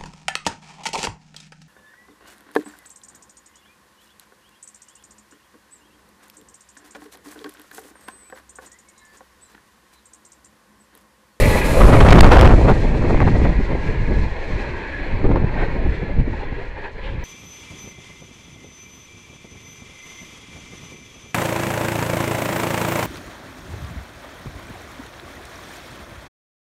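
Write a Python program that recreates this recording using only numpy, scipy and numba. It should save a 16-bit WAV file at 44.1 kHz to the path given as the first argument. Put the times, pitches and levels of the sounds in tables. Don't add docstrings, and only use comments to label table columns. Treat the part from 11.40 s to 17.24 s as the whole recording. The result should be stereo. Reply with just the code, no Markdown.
import sys
import numpy as np
from scipy import signal
from scipy.fft import rfft, irfft
from scipy.io import wavfile
from scipy.ndimage import uniform_filter1d
from numba import njit

SR = 44100
rng = np.random.default_rng(int(sys.argv[2]) if len(sys.argv) > 2 else 0)


def unload_audio(sound):
    columns = np.transpose(np.atleast_2d(sound))
    steps = np.round(np.clip(columns, -1, 1) * 32767)
    wavfile.write(sys.argv[1], SR, steps.astype(np.int16))


N = 257544
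TIME = np.arange(N) / SR
FRAME = 2048


def from_db(db):
    return 10 ** (np.asarray(db) / 20)


def rms_one(x):
    return x / np.sqrt(np.mean(x ** 2) + 1e-20)


def in_time(rows, at):
    s, *columns = np.transpose(rows)
    return [np.interp(at, s, column) for column in columns]


def at_hz(points, hz):
    f, value = np.transpose(points)
    return np.interp(np.log(hz + 1), np.log(f), value)


def drift(rate_hz):
    hz = np.fft.rfftfreq(N, 1 / SR)
    spectrum = rfft(rng.standard_normal(N)) / (1 + (hz / rate_hz) ** 2)
    return rms_one(irfft(spectrum, N))


def butter(x, hz, kind, order=2):
    return signal.sosfilt(signal.butter(order, hz, kind, fs=SR, output="sos"), x)


def swell(s, length, at):
    return np.exp(-((at - s) / length) ** 2)


def around(s):
    return np.clip(round(s * SR) + np.arange(-SR // 5, SR // 5), 0, N - 1)


def noise_frames(channels):
    return signal.stft(rng.standard_normal((channels, N)), SR, nperseg=FRAME)


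def peaks_db(rows, hz):
    return sum(db / (1 + (2 * (hz - f) / width) ** 2) for f, width, db in rows)


def port_turn(hz, turn_hz, half_width_hz, radians):
    return radians * (.5 + np.arctan((hz - turn_hz) / half_width_hz) / np.pi)


def strands(shape):
    over_hz = uniform_filter1d(rng.standard_normal(shape), size=2, axis=0)
    return rms_one(uniform_filter1d(over_hz, size=8, axis=1))


# (frequency [Hz], left minus right [dB])
PORT_BALANCE = [(200, -0.5), (450, 0), (630, -5), (800, 5), (1150, 8), (1400, 4.5), (1850, 4), (2120, 10),
                (2500, -2.5), (2800, -3), (3350, 2), (4700, -4.5), (5300, 3), (7200, -3), (11000, 0.5)]
# (frequency [Hz], width [Hz], peak lift [dB])
RIGHT_PORT_RESONANCES = [(2450, 700, 5.5), (4144, 380, 8), (7270, 1000, 2.5)]


def port_colour_db(hz):
    half = at_hz(PORT_BALANCE, hz) / 2
    return np.array([half, peaks_db(RIGHT_PORT_RESONANCES, hz) - half])


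def at_ports(frames, hz):
    coloured = frames * from_db(port_colour_db(hz))[:, :, None]
    return signal.istft(coloured, SR)[1][:, :N]


START_M, SPEED_M_S = 11.1, 35.7


def distance_m(at):
    return START_M + SPEED_M_S * at


ROLLING_DB, SPREAD_DB = -21, 3.5
NEAR_HISS_DB, HISS_FADE_DB_PER_S, FAR_HISS_DB = -29, 9.5, -22
# (time [s], 1/e half length [s], rolling lift [dB], hiss lift [dB])
RAIL_ROUGHNESS = [(0.435, .04, -2, 1), (1.694, 0.022, 1.5, 6), (2.007, 0.15, 2, 4.5), (2.465, 0.091, 2, 6),
                  (2.784, 0.13, 2, 8), (3.152, 0.14, 4, 9.5), (3.648, 0.35, 4, 4), (4.226, 0.13, 6.5, 4.5),
                  (4.58, 0.14, 4, 3.5), (4.843, 0.024, -2, -1), (4.948, 0.051, 4, 4), (5.023, 0.037, 3, 3),
                  (5.213, 0.11, 2, 4), (5.31, 0.067, -2, 0), (5.392, 0.025, 3, 2), (5.45, 0.025, 6, 2),
                  (5.534, 0.017, -6, 5), (5.66, 0.05, 3, 0)]


def train_levels(at):
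    rolling_db = ROLLING_DB - SPREAD_DB * np.log2(distance_m(at) / START_M)
    near_hiss = from_db(NEAR_HISS_DB - HISS_FADE_DB_PER_S * at)
    far_hiss = from_db(rolling_db + FAR_HISS_DB)
    hiss_db = 20 * np.log10(np.hypot(near_hiss, far_hiss))
    for s, length, rolling_lift_db, hiss_lift_db in RAIL_ROUGHNESS:
        shape = swell(s, length, at)
        rolling_db = rolling_db + rolling_lift_db * shape
        hiss_db = hiss_db + hiss_lift_db * shape
    return rolling_db, hiss_db


RING_WANDER, RING_SWING_DB = 0.015, 2.2
# (frequency [Hz], width [Hz], peak lift [dB])
RINGING_MODES = [(893, 290, 5.5), (1370, 21, 4.5), (1653, 56, 8), (1906, 68, 6.5), (2124, 42, 2),
                 (2490, 12, -2), (3140, 36, 2), (3410, 160, 3.5)]


def ringing_db(hz, count):
    chance = rng.standard_normal((len(RINGING_MODES), 2, count))
    waver = rms_one(uniform_filter1d(uniform_filter1d(chance, size=7), size=5))
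    modes = []
    for (f, width, db), (bend, swing) in zip(RINGING_MODES, waver):
        modes.append((f * (1 + RING_WANDER * bend), width, db + RING_SWING_DB * swing))
    return peaks_db(modes, hz[:, None])


AIR_DB_PER_M = 0.0122
LEFT_LAG_S = .00007
GROUND_DIP = (310, 340, -2)   # (frequency [Hz], width [Hz], lift [dB] at GROUND_FAR_M)
GROUND_FAR_M = 187
# (frequency [Hz], relative density [dB per Hz])
ROLLING_SPECTRUM = [(30, 7.5), (120, -2), (220, -4.5), (400, 4), (540, 1), (690, -8.5), (1000, -6.5),
                    (1250, -15), (1750, -5.5), (2350, -8), (3100, -13.5), (4500, -21.5), (5400, -36),
                    (15000, -52)]
# (frequency [Hz], share of power common to both ports [0 to 1])
COMMON_SHARE = [(100, 1), (450, 0.97), (900, 0.62), (2000, 0.89), (4200, 0.45), (9000, 0.086)]


def rolling(rattle_db=0.92, rattle_hz=22):
    hz, s, white = noise_frames(channels=3)
    spectrum_db = at_hz(ROLLING_SPECTRUM, hz)[:, None] + ringing_db(hz, count=len(s))
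    colour = rms_one(from_db(spectrum_db))
    ground_db = peaks_db([GROUND_DIP], hz)[:, None] * (distance_m(s) / GROUND_FAR_M) ** 2
    air_db = -AIR_DB_PER_M * (hz[:, None] / 4000) ** 1.66 * distance_m(s)
    common = at_hz(COMMON_SHARE, hz)[:, None]
    frames = np.sqrt(common) * white[2] + np.sqrt(1 - common) * white[:2]
    turn = port_turn(hz, turn_hz=2586, half_width_hz=190, radians=-5.5)
    frames[0] *= np.exp(-1j * (2 * np.pi * hz * LEFT_LAG_S + turn))[:, None]
    strands_db = 2.5 * strands(white[0].shape)
    frames = frames * colour * from_db(air_db + ground_db + strands_db)
    rolling_db, _ = train_levels(TIME)
    return from_db(rolling_db + rattle_db * drift(rattle_hz)) * at_ports(frames, hz)


ROAR_HOLD_S = 0.59
ROAR_PAN_DB, ROAR_COMMON = -6, 0.87
# (frequency [Hz], relative density [dB per Hz])
BOGIE_ROAR = [(60, 7.5), (230, 4), (450, 2.5), (600, 11.5), (700, -1.5), (870, 4), (1000, 1), (1220, 3),
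              (1420, -34), (2250, -9.5), (2900, -21), (4000, -36), (9000, -45)]
# (frequency [Hz], relative density [dB per Hz])
STEEL_HISS = [(1500, -4.5), (3500, 2), (5500, -1), (7500, -1.5), (11000, 1), (13000, -2.5), (15000, -12.5)]


def last_coach(roar_db=-19.0, fade_db_per_s=35, flicker_db=1.5,
               near_top_hz=20000, far_top_hz=6300, dulling_s=0.49):
    hz, s, white = noise_frames(channels=5)
    roar = np.sqrt(ROAR_COMMON) * white[4] + np.sqrt(1 - ROAR_COMMON) * white[:2]
    turn = port_turn(hz, turn_hz=577, half_width_hz=49, radians=-3.5)
    roar[0] *= np.exp(-1j * turn)[:, None]
    roar *= from_db([ROAR_PAN_DB / 2, -ROAR_PAN_DB / 2])[:, None, None]
    roar *= rms_one(from_db(at_hz(BOGIE_ROAR, hz)))[:, None]
    strands_db = 3.5 * strands(white[0].shape)
    roar *= from_db(roar_db + strands_db - fade_db_per_s * np.maximum(s - ROAR_HOLD_S, 0))

    _, hiss_db = train_levels(s)
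    top_hz = far_top_hz + (near_top_hz - far_top_hz) * np.exp(-s / dulling_s)
    dull = 1 / np.sqrt(1 + (hz[:, None] / top_hz) ** 10)
    hiss_colour = rms_one(from_db(at_hz(STEEL_HISS, hz)))[:, None]
    hiss = white[2:4] * hiss_colour * from_db(hiss_db) * dull
    return at_ports(roar + hiss, hz) * from_db(flicker_db * drift(15))


@njit
def glide_lowpass(x, pole):
    out = np.empty_like(x)
    a = b = c = 0.
    for i in range(len(x)):
        a += (1 - pole[i]) * (x[i] - a)
        b += (1 - pole[i]) * (a - b)
        c += (1 - pole[i]) * (b - c)
        out[i] = c
    return out


def turbulence(eddy_hz):
    eddy_hz = np.clip(eddy_hz, 40, 9000)
    power = 3 * np.pi / 8 * eddy_hz / SR
    pole = np.exp(-2 * np.pi * eddy_hz / SR)
    return glide_lowpass(rng.standard_normal(len(eddy_hz)), pole) / np.sqrt(power)


# level at 0 dB of wind, and dB per dB, for (left, right)
FLUTTER_DB, FLUTTER_GROWTH = (-8, -2), (1.54, 1.158)
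LEE_FLUTTER_DB = -10.5
FRESH_EDDY_HZ, SPENT_EDDY_HZ = (344, 1200), (295, 343)
WAKE_PEAK_S, WAKE_LIFE_S = 0.65, 0.47
# (time [s], wind at the left port [dB], wind at the right port [dB])
SLIPSTREAM_WIND = [(0, -17.5, -32), (.33, -14.5, -13.5), (.44, -12.5, -9), (.98, -5.5, -1.5),
                   (1.2, -9.5, -8.5), (1.39, -8.5, -16), (1.7, -12, -10), (2.1, -11.5, -11),
                   (2.2, -14, -29.5), (2.42, -21, -21), (2.8, -12, -31), (3.02, -23.5, -36),
                   (3.4, -29, -26), (3.68, -18.5, -44), (4.1, -22.5, -19), (5.05, -22, -27.5),
                   (5.4, -26.5, -43), (5.52, -34, -38), (5.84, -28, -34)]
# (time [s], 1/e half length [s], left push [dB], right push [dB],
# flutter relative to the push [dB])
SHED_GUSTS = [(0.022, 0.099, -3, -35, -19.5), (0.164, 0.028, -46, -16.5, 3), (0.443, 0.03, -12, 3, -9),
              (0.603, 0.21, -1, -11, -34), (0.783, 0.12, 1.5, 3.5, -5), (1.064, 0.087, -13, 3, -27),
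              (1.29, 0.045, -16, -10, 2), (1.58, 0.031, -16, -28, -27), (1.795, 0.064, -12.5, -13, -4),
              (2.05, 0.02, -9, -8, -15), (2.201, 0.026, -2, -41, -13), (2.331, 0.043, -31, -17.5, 3),
              (2.507, 0.061, -14, -13, -9), (2.616, 0.029, -8, -41, -19.5), (2.712, 0.032, -16, -15, 1.5),
              (2.8, 0.067, -9.5, -20, -12.5), (3.15, 0.069, -13.5, -29, -9.5),
              (3.335, 0.06, -52, -19.5, -16), (3.74, 0.033, -11.5, -40, -12.5), (3.855, 0.015, 2, -10, -22),
              (3.921, 0.11, -14, -12, -1.5), (4.035, 0.012, -8, 1.5, -14), (4.073, 0.0097, -7, -10.5, -28),
              (4.213, 0.044, -44, -12.5, -5.5), (4.4, 0.066, -21.5, -21, 0), (4.477, 0.039, -23, -6, -22),
              (4.667, 0.08, -37, -26.5, 0.5), (4.793, 0.055, -14, -8, -22), (4.912, 0.047, -37, -17, -6.5),
              (5.125, 0.013, -20.5, -19, -13), (5.752, 0.18, -44, -20, -30)]


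def airflow(port):
    side = ["left", "right"].index(port)
    flow_db = in_time(SLIPSTREAM_WIND, TIME)[side]
    push = from_db(flow_db)
    flutter = from_db(FLUTTER_DB[side] + FLUTTER_GROWTH[side] * flow_db)
    for s, length, left_db, right_db, flutter_db in SHED_GUSTS:
        gust_db = (left_db, right_db)[side]
        gust = from_db(gust_db) * swell(s, length, TIME)
        lee_db = LEE_FLUTTER_DB if gust_db < max(left_db, right_db) else 0
        push = np.hypot(push, gust)
        flutter = np.hypot(flutter, gust * from_db(flutter_db + lee_db))
    freshness = 1 / (1 + ((TIME - WAKE_PEAK_S) / WAKE_LIFE_S) ** 2)
    eddy_hz = SPENT_EDDY_HZ[side] + (FRESH_EDDY_HZ[side] - SPENT_EDDY_HZ[side]) * freshness
    return 20 * np.log10(push), 20 * np.log10(flutter), eddy_hz


def wind(port, knee_hz, top_hz, lowest_hz, flutter_low_hz, lumpy_db, lump_hz, quicken,
         grain_db=1.33, grain_hz=260):
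    buffet_db, flutter_db, eddy_hz = airflow(port)
    buffet = turbulence(top_hz * from_db(quicken * buffet_db))
    buffet = butter(butter(buffet, knee_hz, "low", order=1), lowest_hz, "high")
    buffet /= np.sqrt(uniform_filter1d(buffet ** 2, size=SR // 10) + 1e-9)
    lumps_db = lumpy_db * np.clip(drift(lump_hz), -2, 2)
    grains_db = grain_db * np.clip(drift(grain_hz), -2, 2)
    burst_db = lumps_db + grains_db
    flutter = turbulence(eddy_hz * from_db(quicken * burst_db))
    flutter = butter(flutter, flutter_low_hz, "high", order=1) * from_db(burst_db)
    flutter /= np.sqrt(uniform_filter1d(flutter ** 2, size=SR // 12) + 1e-9)
    return from_db(buffet_db) * buffet + from_db(flutter_db) * flutter


# (time [s], left level [dB], right level [dB], length [s], eddy rate [Hz])
SHARP_EDDIES = [(0.023, -16, -36, 0.008, 507), (.389, -20, -12, .004, 1000), (0.414, -14, -3, 0.02, 1400),
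                (0.439, -21, -6.5, 0.01, 2000), (0.461, -28, -8, 0.0044, 2300),
                (0.492, -21, -4, 0.015, 990), (0.536, -29, -1, 0.019, 1490), (0.605, -34, -1, .001, 3800),
                (0.608, -36, -0.5, 0.0081, 2300), (0.626, -34, -9, 0.0088, 1900),
                (0.678, -25, -14, 0.0026, 1500), (0.69, -24, 1, 0.01, 2000), (0.707, -30, -3, 0.016, 3330),
                (0.711, -22, 3, 0.0014, 4500), (0.728, -30, 4.5, 0.0061, 3200),
                (.738, -28, -5, 0.0013, 3800), (0.758, -28, -1.5, 0.0061, 2000),
                (0.792, -25, -4, 0.0086, 3000), (0.793, -21, -7, 0.0019, 3000),
                (0.808, -31, 10.5, 0.0029, 6800), (0.813, -30, -10, 0.0015, 3500),
                (.838, -30, -4, 0.026, 1700), (0.92, -31, 2.5, 0.0076, 1840), (0.935, -37, 2, 0.036, 1560),
                (0.971, -28, -2.5, 0.0036, 2500), (0.991, -35, -1, 0.016, 1990),
                (1.012, -30, 7, 0.0014, 5070), (1.02, -30, -4, 0.0037, 3200),
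                (1.029, -2.5, 2.5, 0.011, 610), (1.049, -32, -1.5, 0.03, 1770),
                (1.076, -34, 2, 0.0013, 2600), (1.08, -34, -2, 0.0012, 2600),
                (1.112, -30, -7.5, 0.032, 1210), (1.293, -30, -6.5, 0.034, 1520),
                (1.546, -22, -35, 0.017, 400), (1.574, -34, -20, 0.0025, 700),
                (1.666, -14, -20, 0.011, 400), (1.703, -23, -9, 0.013, 900), (1.746, -26, -7.5, 0.004, 750),
                (1.776, -15, -33, .004, 1400), (1.804, -28, -1.5, 0.00098, 1550),
                (1.818, -31, -9, 0.016, 1190), (1.878, -40, -10, 0.013, 1160),
                (1.964, -37, -15.5, .008, 800), (2.053, -48, -11.5, 0.016, 1200),
                (2.323, -39, -19.5, 0.012, 975), (2.624, -20, -42, 0.0062, 400),
                (3.849, -19, -10, 0.011, 555), (3.866, -22, -12, 0.0055, 606),
                (3.892, -27, -17, 0.0045, 750), (3.909, -28, -7.5, 0.012, 180),
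                (3.916, -23, -12.5, 0.011, 750), (3.919, -40, -20, .001, 3500),
                (3.96, -29, -7, 0.0032, 890), (3.971, -39, -12, 0.011, 1000),
                (4.036, -28, -12, 0.0042, 553), (4.04, -34, -11, 0.014, 172),
                (4.462, -28, -11.5, 0.007, 240), (4.628, -36, -17.5, 0.017, 327),
                (4.803, -28, -20.5, 0.011, 220), (4.878, -38, -15.5, 0.01, 300),
                (5.126, -30, -22, 0.0077, 350), (5.757, -42, -25, 0.011, 200)]


def rips(low_hz=170, grain_db=2.0):
    out = np.zeros((2, N))
    for s, left_db, right_db, length, eddy_hz in SHARP_EDDIES:
        near = around(s)
        age = (TIME[near] - s) / length
        bell = np.exp(-np.where(age < 0, 3, 1.6) * age ** 2)
        for port, level_db in enumerate([left_db, right_db]):
            noise = turbulence(np.full(len(near), float(eddy_hz)))
            burst = bell * butter(noise, low_hz, "high", order=1)
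            crackle = rms_one(butter(rng.standard_normal(len(near)), 400, "low"))
            burst *= from_db(grain_db * crackle)
            to_bell_energy = np.sqrt(np.sum(bell ** 2) / np.sum(burst ** 2))
            out[port, near] += from_db(level_db) * burst * to_bell_energy
    return out


# (time [s], level [dB], 1/e half length [s], centre [Hz], width [Hz])
WHEEL_SWISHES = [(0.052, -30, 0.025, 2270, 650), (0.087, -29, .03, 1000, 300),
                 (0.172, -32, 0.027, 990, 300), (0.181, -28, .018, 2330, 500),
                 (0.231, -31.5, 0.043, 2250, 500), (.375, -16.5, 0.034, 566, 168),
                 (3.549, -39.5, 0.19, 1680, 350), (3.679, -36.5, .07, 553, 260),
                 (4.198, -33, .06, 764, 480), (4.224, -30, 0.022, 1750, 600), (4.402, -33.5, .04, 556, 220),
                 (4.555, -46, 0.017, 2880, 1400), (4.692, -35.5, 0.033, 565, 180),
                 (4.941, -32.5, 0.01, 870, 129), (5.016, -35, 0.016, 850, 150),
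                 (5.033, -29, 0.0079, 460, 160), (5.218, -36, .018, 624, 160),
                 (5.385, -38.5, .015, 890, 140), (5.458, -37.5, 0.021, 875, 130),
                 (5.462, -32.5, 0.016, 1710, 320), (5.657, -42.5, 0.037, 2960, 1000),
                 (5.723, -48.5, 0.043, 2800, 1200)]


def swishes():
    out = np.zeros((2, N))
    for s, level_db, length, hz, width in WHEEL_SWISHES:
        near = around(s)
        white = rng.standard_normal((3, len(near)))
        band = rms_one(butter(white, [hz - width / 2, hz + width / 2], "band"))
        pair = (band[:2] + band[2]) / np.sqrt(2)
        gain = from_db(level_db + port_colour_db(hz))[:, None]
        out[:, near] += gain * swell(s, length, TIME[near]) * pair
    return out


SELF_NOISE_DB = -80


def scene():
    train = rolling() + last_coach()
    left = wind("left", knee_hz=24.9, top_hz=364.0, lowest_hz=10, flutter_low_hz=91.5,
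                lumpy_db=3.5, lump_hz=34.5, quicken=0.35)
    right = wind("right", knee_hz=37.0, top_hz=406.0, lowest_hz=12.3, flutter_low_hz=102,
                 lumpy_db=2.5, lump_hz=54.6, quicken=0.33)
    gusts = butter(np.array([left, right]) + rips(), 1840, "low", order=1)
    self_noise = from_db(SELF_NOISE_DB) * rng.standard_normal((2, N))
    return train + gusts + swishes() + self_noise


CUTOFF_HZ = 15600


def record(dry):
    hardness = 60
    clipped = dry / (1 + abs(dry) ** hardness) ** (1 / hardness)
    return signal.sosfilt(signal.ellip(10, .1, 70, CUTOFF_HZ, fs=SR, output="sos"), clipped)


dry = scene()
out = record(dry)
unload_audio(out)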